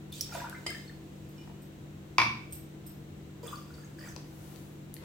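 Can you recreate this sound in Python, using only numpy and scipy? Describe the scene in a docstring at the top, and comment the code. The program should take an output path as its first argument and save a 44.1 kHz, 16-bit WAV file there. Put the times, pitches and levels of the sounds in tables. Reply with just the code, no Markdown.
"""Water splashes and gurgles from a tumbler into a small glass, right of the microphone in a hard-walled
kitchen; the stream drags air under, and the bubbles ring. The tumbler knocks and rocks on the stone
counter. Bangles jingle as the small glass changes hands; it is then emptied into a tall, half-full glass.
A motor hums behind it all, and the microphone stands far enough off to hear plenty of room."""
import sys
import numpy as np
from scipy import signal
from scipy.fft import rfft, irfft
from scipy.io import wavfile
from scipy.ndimage import uniform_filter1d

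SR = 44100
rng = np.random.default_rng(int(sys.argv[2]) if len(sys.argv) > 2 else 0)


def pcm_store(signal):
    """Save signal as 16-bit PCM."""
    levels = np.round(np.clip(np.atleast_2d(signal), -1, 1) * 32767)
    wavfile.write(sys.argv[1], SR, levels.astype(np.int16).T)


N = 222374


def from_db(db):
    """Decibels to gain."""
    return 10 ** (np.asarray(db) / 20)


def rms_one(x):
    """Scale to unit power."""
    return x / np.sqrt(np.mean(x ** 2) + 1e-20)


def at_hz(points, hz):
    """Read a table on a log-frequency axis."""
    freqs, values = np.transpose(points)
    return np.interp(np.log(hz), np.log(freqs), values)


def band(x, low, high, order=2):
    """Butterworth band-pass."""
    sos = signal.butter(order, [low, min(high, .48 * SR)], "band", fs=SR, output="sos")
    return signal.sosfilt(sos, x)


def drift(rate_hz):
    """Slow random wander with spread 1."""
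    r = np.exp(-80 * np.pi * rate_hz / SR)
    slow = signal.lfilter([1], [1, -2 * r, r * r], rng.standard_normal(N // 40 + 2002))[2000:]
    return np.interp(np.arange(N) / 40, np.arange(len(slow)), rms_one(slow))


def ring(clicks, hz, t60):
    """A unit click sets a sine of height 1 ringing."""
    r, w = np.exp(-np.log(1000) / (t60 * SR)), 2 * np.pi * hz / SR
    return signal.lfilter([0, np.sin(w)], [1, -2 * r * np.cos(w), r * r], clicks + 1e-18)


def fade(t, t60):
    """Free decay, 60 dB down after t60 seconds."""
    return np.exp(-np.log(1000) * t / t60)


def add(out, s, sound):
    """Mix a short sound in at time s."""
    i = round(s * SR)
    out[..., i:i + sound.shape[-1]] += sound[..., :N - i]


def diffuse_bands(size):
    """Half-octave bands of noise from all round the microphone: alike in the bass, unrelated higher up."""
    # likeness of left and right: (frequency [Hz], likeness [0-1])
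    likeness = [(30, 0.67), (130, 1), (300, 0.74), (600, 0.13), (1200, 0), (16000, 0)]
    edges = 23 * 2 ** (np.arange(20) / 2)
    white = rng.standard_normal((2, 2, size))
    for k, (low, high) in enumerate(zip(edges, edges[1:])):
        hz = np.sqrt(low * high)
        mid, side = band(white[k % 2], low, high)
        alike = at_hz(likeness, hz)
        yield hz, np.sqrt(1 + alike) * mid + np.sqrt(1 - alike) * side * [[1], [-1]]


def kitchen(build_s=0.00033):
    """Echo of the tiled room: dense reflections that die band by band; unit energy."""
    # echo decay: (frequency [Hz], t60 [s])
    decay = [(100, 0.66), (500, 0.42), (1000, 0.44), (2500, 0.5155), (6000, 0.4037), (15000, 0.35)]
    # echo colour: (frequency [Hz], relative level [dB])
    colour = [(100, 12), (500, 2), (1500, -0.5), (5000, 1.5), (9000, -3.5), (15000, -1.5)]
    t = np.arange(SR // 2) / SR
    tail = sum(noise * from_db(at_hz(colour, hz)) * fade(t, at_hz(decay, hz))
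               for hz, noise in diffuse_bands(len(t)))
    return rms_one(tail * (1 - np.exp(-t / build_s))) / np.sqrt(len(t))


def place(x, room, room_db, pan_db, lag_ms=0):
    """Direct sound at the microphone plus echo; positive pan_db is left, lag_ms delays the right side."""
    late = np.interp(np.arange(N) - round(lag_ms * SR / 1000), np.arange(N), x)
    direct = np.array([x, late]) * from_db([[pan_db / 2], [-pan_db / 2]])
    return direct + from_db(room_db) * signal.fftconvolve(x[None], room, axes=1)[:, :N]


def struck(hits, modes, crack, crack_db, crack_t60, vary_db=2):
    """Each contact gives a short crack and rings every mode with a strength of its own."""
    out, t = np.zeros(N), np.arange(SR // 2) / SR
    hz, mode_db, t60 = np.array(modes).T[:, :, None]
    onset = 1 - np.exp(-2 * hz * t)  # a mode takes about one cycle to start radiating
    rings = np.sin(2 * np.pi * hz * t) * fade(t, t60) * onset
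    colour = from_db(at_hz(crack, np.fft.rfftfreq(len(t), 1 / SR) + 1))
    for s, db in hits:
        noise = irfft(colour * rfft(rng.standard_normal(len(t))), len(t))
        burst = rms_one(noise) * fade(t, crack_t60)
        strengths = from_db(mode_db - vary_db * rng.standard_normal(hz.shape))
        add(out, s, from_db(db) * ((strengths * rings).sum(0) + from_db(crack_db) * burst))
    return out


def room_air():
    """Room tone: a steady, low rush of air from all round."""
    # air spectrum: (frequency [Hz], relative density [dB])
    colour = [(25, -10), (45, -12), (90, 3.5), (160, -11.5), (260, -2), (380, -8), (520, -14), (1000, -22),
              (2000, -25), (3800, -28), (5200, -37.5), (8000, -29), (10200, -48), (13000, -36.5),
              (16000, -36)]
    return rms_one(sum(from_db(at_hz(colour, hz)) * noise for hz, noise in diffuse_bands(N)))


def motor_hum(waver_hz=6, lead_s=0.00013):
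    """A motor's wavering tones reach the right side of the microphone first."""
    # motor tones: (frequency [Hz], level [dB], waver [0-1])
    tones = [(118.9, -71, 0.5), (148.4, -50.5, 0.12), (195.7, -55, 0.16), (322.4, -57.5, 0.2)]
    t = np.arange(N) / SR + np.array([[0], [lead_s]])
    hum = 0
    for hz, db, waver in tones:
        swing = 1 + waver * (drift(waver_hz) + 1j * drift(waver_hz))
        tone = swing * np.exp(2j * np.pi * (hz * t + rng.random()))
        hum += from_db(db) * rms_one(tone.real)
    return hum


def hiss(pan_db=4.5):
    """Soft hisses swell a little to the left as the small glass is upended and lifted away."""
    # swells: (peak time [s], half-length [s], level [dB], tilt above 3 kHz [dB/octave])
    swells = [(4.5, 0.23, -57.5, 0), (5.04, 0.029, -54, -11)]
    # hiss spectrum: (frequency [Hz], relative density [dB])
    colour = [(600, 7), (1200, 2.5), (2000, -3), (4500, -5), (7000, -2.5), (9500, -4.5), (12500, -3),
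              (15500, -3)]
    out, t = 0, np.arange(N) / SR
    bands = [(hz, part) for hz, part in diffuse_bands(N) if hz > colour[0][0]]
    for s, half_s, db, tilt in swells:
        noise = sum(from_db(at_hz(colour, hz) + tilt * np.log2(max(hz / 3000, 1))) * part
                    for hz, part in bands)
        out += from_db(db) * np.exp(-((t - s) / half_s) ** 2) * rms_one(noise)
    return out * from_db([[pan_db / 2], [-pan_db / 2]])


def bangles(room, gap_s=.004, loss_db=2, count=4):
    """Loose bangles chatter near the centre: every touch is a few uneven, weakening contacts."""
    # touches: (time [s], level [dB])
    touches = [(1.289, -59), (1.620, -56), (2.508, -58), (2.524, -38), (2.551, -52), (2.865, -45.5)]
    # bangle modes: (frequency [Hz], relative level [dB], t60 [s])
    modes = [(5180, -19, 0.051), (5540, -22, 0.047), (8150, -21, 0.039), (8180, -4.5, 0.015),
             (7960, -18, 0.015), (8560, -3, 0.02), (12000, -4.5, 0.021), (13040, -3, 0.039),
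             (13040, -9.5, 0.014), (14150, -21, .04), (15050, -16, 0.031)]
    # bangle on bangle: (frequency [Hz], relative density [dB])
    crack = [(1000, -40), (3000, -2.5), (5300, -9), (6500, -8), (8400, -18), (10200, -18), (13000, 9),
             (15500, -7)]
    uneven = rng.random((len(touches), count)) - .5
    chatter = [(s + gap_s * (k + jitter * (k > 0)), db - loss_db * k)
               for (s, db), row in zip(touches, uneven) for k, jitter in enumerate(row)]
    jingle = struck(chatter, modes, crack, crack_db=-1, crack_t60=0.0086)
    return place(jingle, room, room_db=2, pan_db=-1, lag_ms=.2)


def clinks(room):
    """Off to the right, rim meets rim; later the filled glass rings lightly as it is nudged."""
    # rim touches and nudges: (time [s], level [dB])
    touches = [(0.6635, -43), (0.6655, -34.5), (0.6835, -51)]
    nudges = [(1.381, -54.5), (1.412, -58)]
    # modes of the rims and the filled glass: (frequency [Hz], relative level [dB], t60 [s])
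    rim_modes = [(2123, 3, 0.039), (3126, -5, 0.064), (5020, 2, 0.027), (7100, -6, 0.044),
                 (8950, -12, 0.044), (9750, -22, 0.036)]
    full_modes = [(870, -3, 0.041), (2420, -8, .15), (2942, -4.5, 0.18), (5400, -2, 0.033)]
    # contact on glass: (frequency [Hz], relative density [dB])
    crack = [(60, -28), (300, -35), (1000, -14), (2200, 5), (3300, 0.5), (6000, -9), (9500, 1.5),
             (11000, -13), (15500, -13)]
    rim = struck(touches, rim_modes, crack, crack_db=2.5, crack_t60=0.019)
    nudge = struck(nudges, full_modes, crack, crack_db=-13, crack_t60=0.018)
    return place(rim + nudge, room, room_db=2.5, pan_db=-7, lag_ms=.05)


def tumbler(room, split_hz=1450):
    """The tumbler lands and rocks; its low knock comes from the left, its bright ring from all round."""
    # contacts of the foot: (time [s], level [dB])
    landings = [(2.1827, -20), (2.1905, -28.5), (2.2003, -26.5), (2.216, -25.5), (2.2325, -33)]
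    # modes of the tumbler on the counter: (frequency [Hz], relative level [dB], t60 [s])
    modes = [(119, -20.5, 0.15), (220, -25.5, 0.28), (327, -15.5, 0.061), (958, -8.5, 0.14),
             (1050, 0.5, 0.084), (1080, 3.5, 0.02), (1367, -11, 0.088), (1920, -11, 0.031),
             (2100, -9, 0.029), (2273, 3, 0.033), (2326, -8, 0.26), (2580, -28, 0.019), (2730, -21, 0.042),
             (3470, -9.5, 0.045), (4760, 2, 0.0075), (5170, -9, 0.01), (4980, -24, 0.038)]
    # glass on stone: (frequency [Hz], relative density [dB])
    crack = [(30, -54), (130, -16), (350, -1.5), (780, -9), (1200, 8.5), (1700, 3.5), (2450, 6.5),
             (3100, -2), (5700, -1), (7000, -23), (10000, -12.5), (15500, -33)]
    landing = struck(landings, modes, crack, crack_db=0, crack_t60=0.039)
    knock = from_db(-1) * band(landing, 90, split_hz, order=3)
    bright = from_db(1) * band(landing, split_hz, SR / 2, order=3)
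    return (place(knock, room, room_db=-3, pan_db=8.5, lag_ms=.12)
            + place(bright, room, room_db=-3, pan_db=-1, lag_ms=.05))


def ticks(room, width=1.7, t60_1khz=0.015, damping=0.69):
    """Sharp, almost pitchless ticks and splats, well to the left; the brighter, the shorter."""
    # snaps: (time [s], attack level [dB], centre [Hz])
    snaps = [(0.1252, -35, 13000), (0.4973, -37, 7100), (0.664, -35.5, 650), (0.7045, -37.5, 9000),
             (1.4756, -49.5, 655), (1.497, -50, 630), (4.1629, -42.5, 656), (4.163, -37, 3520),
             (4.56, -47.5, 3760), (4.941, -28.5, 14700), (4.9662, -44, 2700)]
    out, t = np.zeros(N), np.arange(SR // 20) / SR
    for s, db, hz in snaps:
        decay = fade(t, t60_1khz * (hz / 1000) ** -damping)
        snap = band(rng.standard_normal(len(t)) * decay, hz / width, hz * width)
        add(out, s, from_db(db) * snap * np.linalg.norm(decay) / np.linalg.norm(snap))
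    return place(out, room, room_db=0.5, pan_db=13)


def first_slap(room):
    """The stream hits the empty glass, right of the microphone, and sets it ringing."""
    # slap: (time [s], level [dB])
    hits = [(0.2095, -28)]
    # modes of the empty glass: (frequency [Hz], relative level [dB], t60 [s])
    modes = [(5390, 1, 0.026), (5670, -1, 0.023), (10250, -11, 0.097), (12800, -13, .02), (15300, -10, .02)]
    # water on glass: (frequency [Hz], relative density [dB])
    crack = [(1000, -41), (2500, -13), (4500, -6), (5400, -8), (6400, 2), (7500, -9), (10000, -4),
             (12000, -8), (15500, -1)]
    slap = struck(hits, modes, crack, crack_db=-1, crack_t60=0.034)
    return place(slap, room, room_db=-5.5, pan_db=-7.5)


def bubbles(room, t60_1khz=0.054, damping=0.64, rise=0.049, pinch_s=0.00078, shed_s=.022, shed_db=-11):
    """A pinched-off bubble rings, longer if it is large, and climbs in pitch as it nears the surface."""
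    # the loudest single bubbles: (time [s], relative level [dB], pitch [Hz])
    plops = [(0.127, -31, 3510), (0.322, -36.5, 1386), (0.349, -30.5, 683), (0.353, -32.5, 946),
             (0.351, -33.5, 1490), (0.402, -35, 1606), (0.417, -35, 952), (0.441, -31.5, 944),
             (0.444, -36, 1380), (0.468, -34.5, 1484), (0.527, -32.5, 1545), (0.547, -38.5, 1456),
             (0.548, -36.5, 2040), (0.704, -33.5, 1645), (0.726, -38, 2170), (0.747, -33, 1756),
             (0.879, -39.5, 4330), (0.895, -43, 1780), (3.433, -34, 456), (3.47, -32.5, 8600),
             (3.479, -33, 3400), (3.528, -30, 1180), (3.557, -38.5, 4530), (3.704, -45, 1430),
             (3.74, -42, 4550), (3.834, -47.5, 1685), (3.846, -43.5, 6560), (3.986, -41, 1660),
             (3.992, -39, 4840), (4.037, -40.5, 1900), (4.061, -44, 1520), (4.088, -35, 6070)]
    out, t = np.zeros(N), np.arange(SR // 8) / SR
    onset = 1 - np.exp(-t / pinch_s)
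    for s, db, hz in plops:
        t60 = t60_1khz * (hz / 1000) ** -damping
        glide = 1 + rise * np.minimum(t / t60, 1)
        # each sheds three weaker bubbles of like size
        shed = [(s + shed_s * when, db + shed_db, hz * np.exp(0.223 * (2 * size - 1)))
                for when, size in rng.random((3, 2))]
        for start, level_db, pitch in [(s, db, hz)] + shed:
            phase = 2 * np.pi * np.cumsum(pitch * glide) / SR
            add(out, start, from_db(level_db) * np.sin(phase) * fade(t, t60) * onset)
    return place(from_db(-1.5) * out, room, room_db=-3.5, pan_db=3.5)


def swarm(spectrum, per_s, cycles, spread_db, climb, count=28):
    """Many small, random bubbles at an even level; climb(time) shifts their spectrum by a factor."""
    born = np.flatnonzero(rng.random(N) < per_s / SR)
    size, sign, pitch = rng.random((3, N))[:, born]
    heights = from_db(spread_db * np.minimum(-np.log(size), 4)) * np.sign(sign - .5)
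    pitch_index = (pitch * count).astype(int)
    out = np.zeros(N)
    for k, hz in enumerate(np.geomspace(spectrum[0][0], spectrum[-1][0], count)):
        clicks = np.zeros(N)
        clicks[born] = heights * (pitch_index == k) * from_db(at_hz(spectrum, hz / climb(born / SR)))
        out += hz * ring(clicks, hz, cycles / hz)
    return out / np.sqrt(uniform_filter1d(out ** 2, SR // 12) + 1e-9)


def pour(flow, gurgle_colour, spray_colour, octaves_per_s, spray_per_s, spray_cycles):
    """The stream drags air under (gurgle, rising as the glass fills) and throws drops and fizz (spray)."""
    s, gurgle_db, spray_db = np.transpose(flow)
    t = np.arange(N) / SR
    gurgle = swarm(gurgle_colour, per_s=500, cycles=32, spread_db=-3.5,
                   climb=lambda at: 2 ** (octaves_per_s * (at - s[0])))
    spray = swarm(spray_colour, spray_per_s, spray_cycles, spread_db=2.5, climb=np.ones_like, count=48)
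    gurgle *= from_db(np.interp(t, s, gurgle_db))
    spray *= from_db(np.interp(t, s, spray_db))
    return (gurgle + spray) * (t > s[0]) * (t < s[-1])


def water(room):
    """Two pours, right of the microphone: into the empty glass, then into the tall one's deep water."""
    # course of each pour: (time [s], relative gurgle level [dB], relative spray level [dB])
    flow_empty = [(0.12, -77, -49.5), (0.23, -75, -45), (0.295, -54.5, -60), (0.345, -46, -42.5),
                  (0.47, -55, -60.5), (0.65, -64, -61), (0.76, -63, -55), (0.97, -87, -70.5),
                  (1.5, -79, -67.5)]
    flow_deep = [(3.43, -49, -51), (3.53, -55, -53), (3.66, -71, -66), (3.79, -59, -61.5), (3.96, -82, -70),
                 (3.995, -54.5, -56), (4.09, -51.5, -54), (4.15, -89, -64), (4.28, -72, -74)]
    # gurgle as each pour begins: (frequency [Hz], relative level [dB])
    gurgle_empty = [(520, 7.5), (780, 7.5), (930, -12), (1180, 9), (1600, -4), (2100, 1.5), (2900, -7)]
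    gurgle_deep = [(500, 7), (800, -3), (1120, 18), (1600, 2.5), (2700, -19)]
    # spray of each pour: (frequency [Hz], relative level [dB])
    spray_empty = [(2300, -3.5), (3600, 1), (5500, -0.5), (8000, 2), (11000, -9.5), (15500, -2.5)]
    spray_deep = [(2300, -5), (3500, -2), (4100, -19), (4800, 3.5), (5500, -9), (6300, -0.5), (8000, -0.5),
                  (11000, -9.5), (15500, -5)]
    first = pour(flow_empty, gurgle_empty, spray_empty,
                 octaves_per_s=0.88, spray_per_s=4600, spray_cycles=100)
    second = pour(flow_deep, gurgle_deep, spray_deep,
                  octaves_per_s=0.72, spray_per_s=4500, spray_cycles=170)
    # the glass walls shield the water: much of it arrives by way of the room
    return place(from_db(-5.5) * (first + second), room, room_db=2, pan_db=-6.5)


def scene():
    """Water, glass and bangles share one kitchen, heard from one spot."""
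    room = kitchen()
    background = (motor_hum() + from_db(-50) * room_air()) * from_db([[0.64], [-0.64]])
    pouring = water(room) + bubbles(room) + first_slap(room)
    handling = clinks(room) + bangles(room) + ticks(room) + tumbler(room) + hiss()
    return background + handling + pouring


def record(dry):
    """The top is cut steeply above 16 kHz."""
    return signal.sosfilt(signal.ellip(10, .1, 80, 16000, fs=SR, output="sos"), dry)


dry = scene()
out = record(dry)
pcm_store(out)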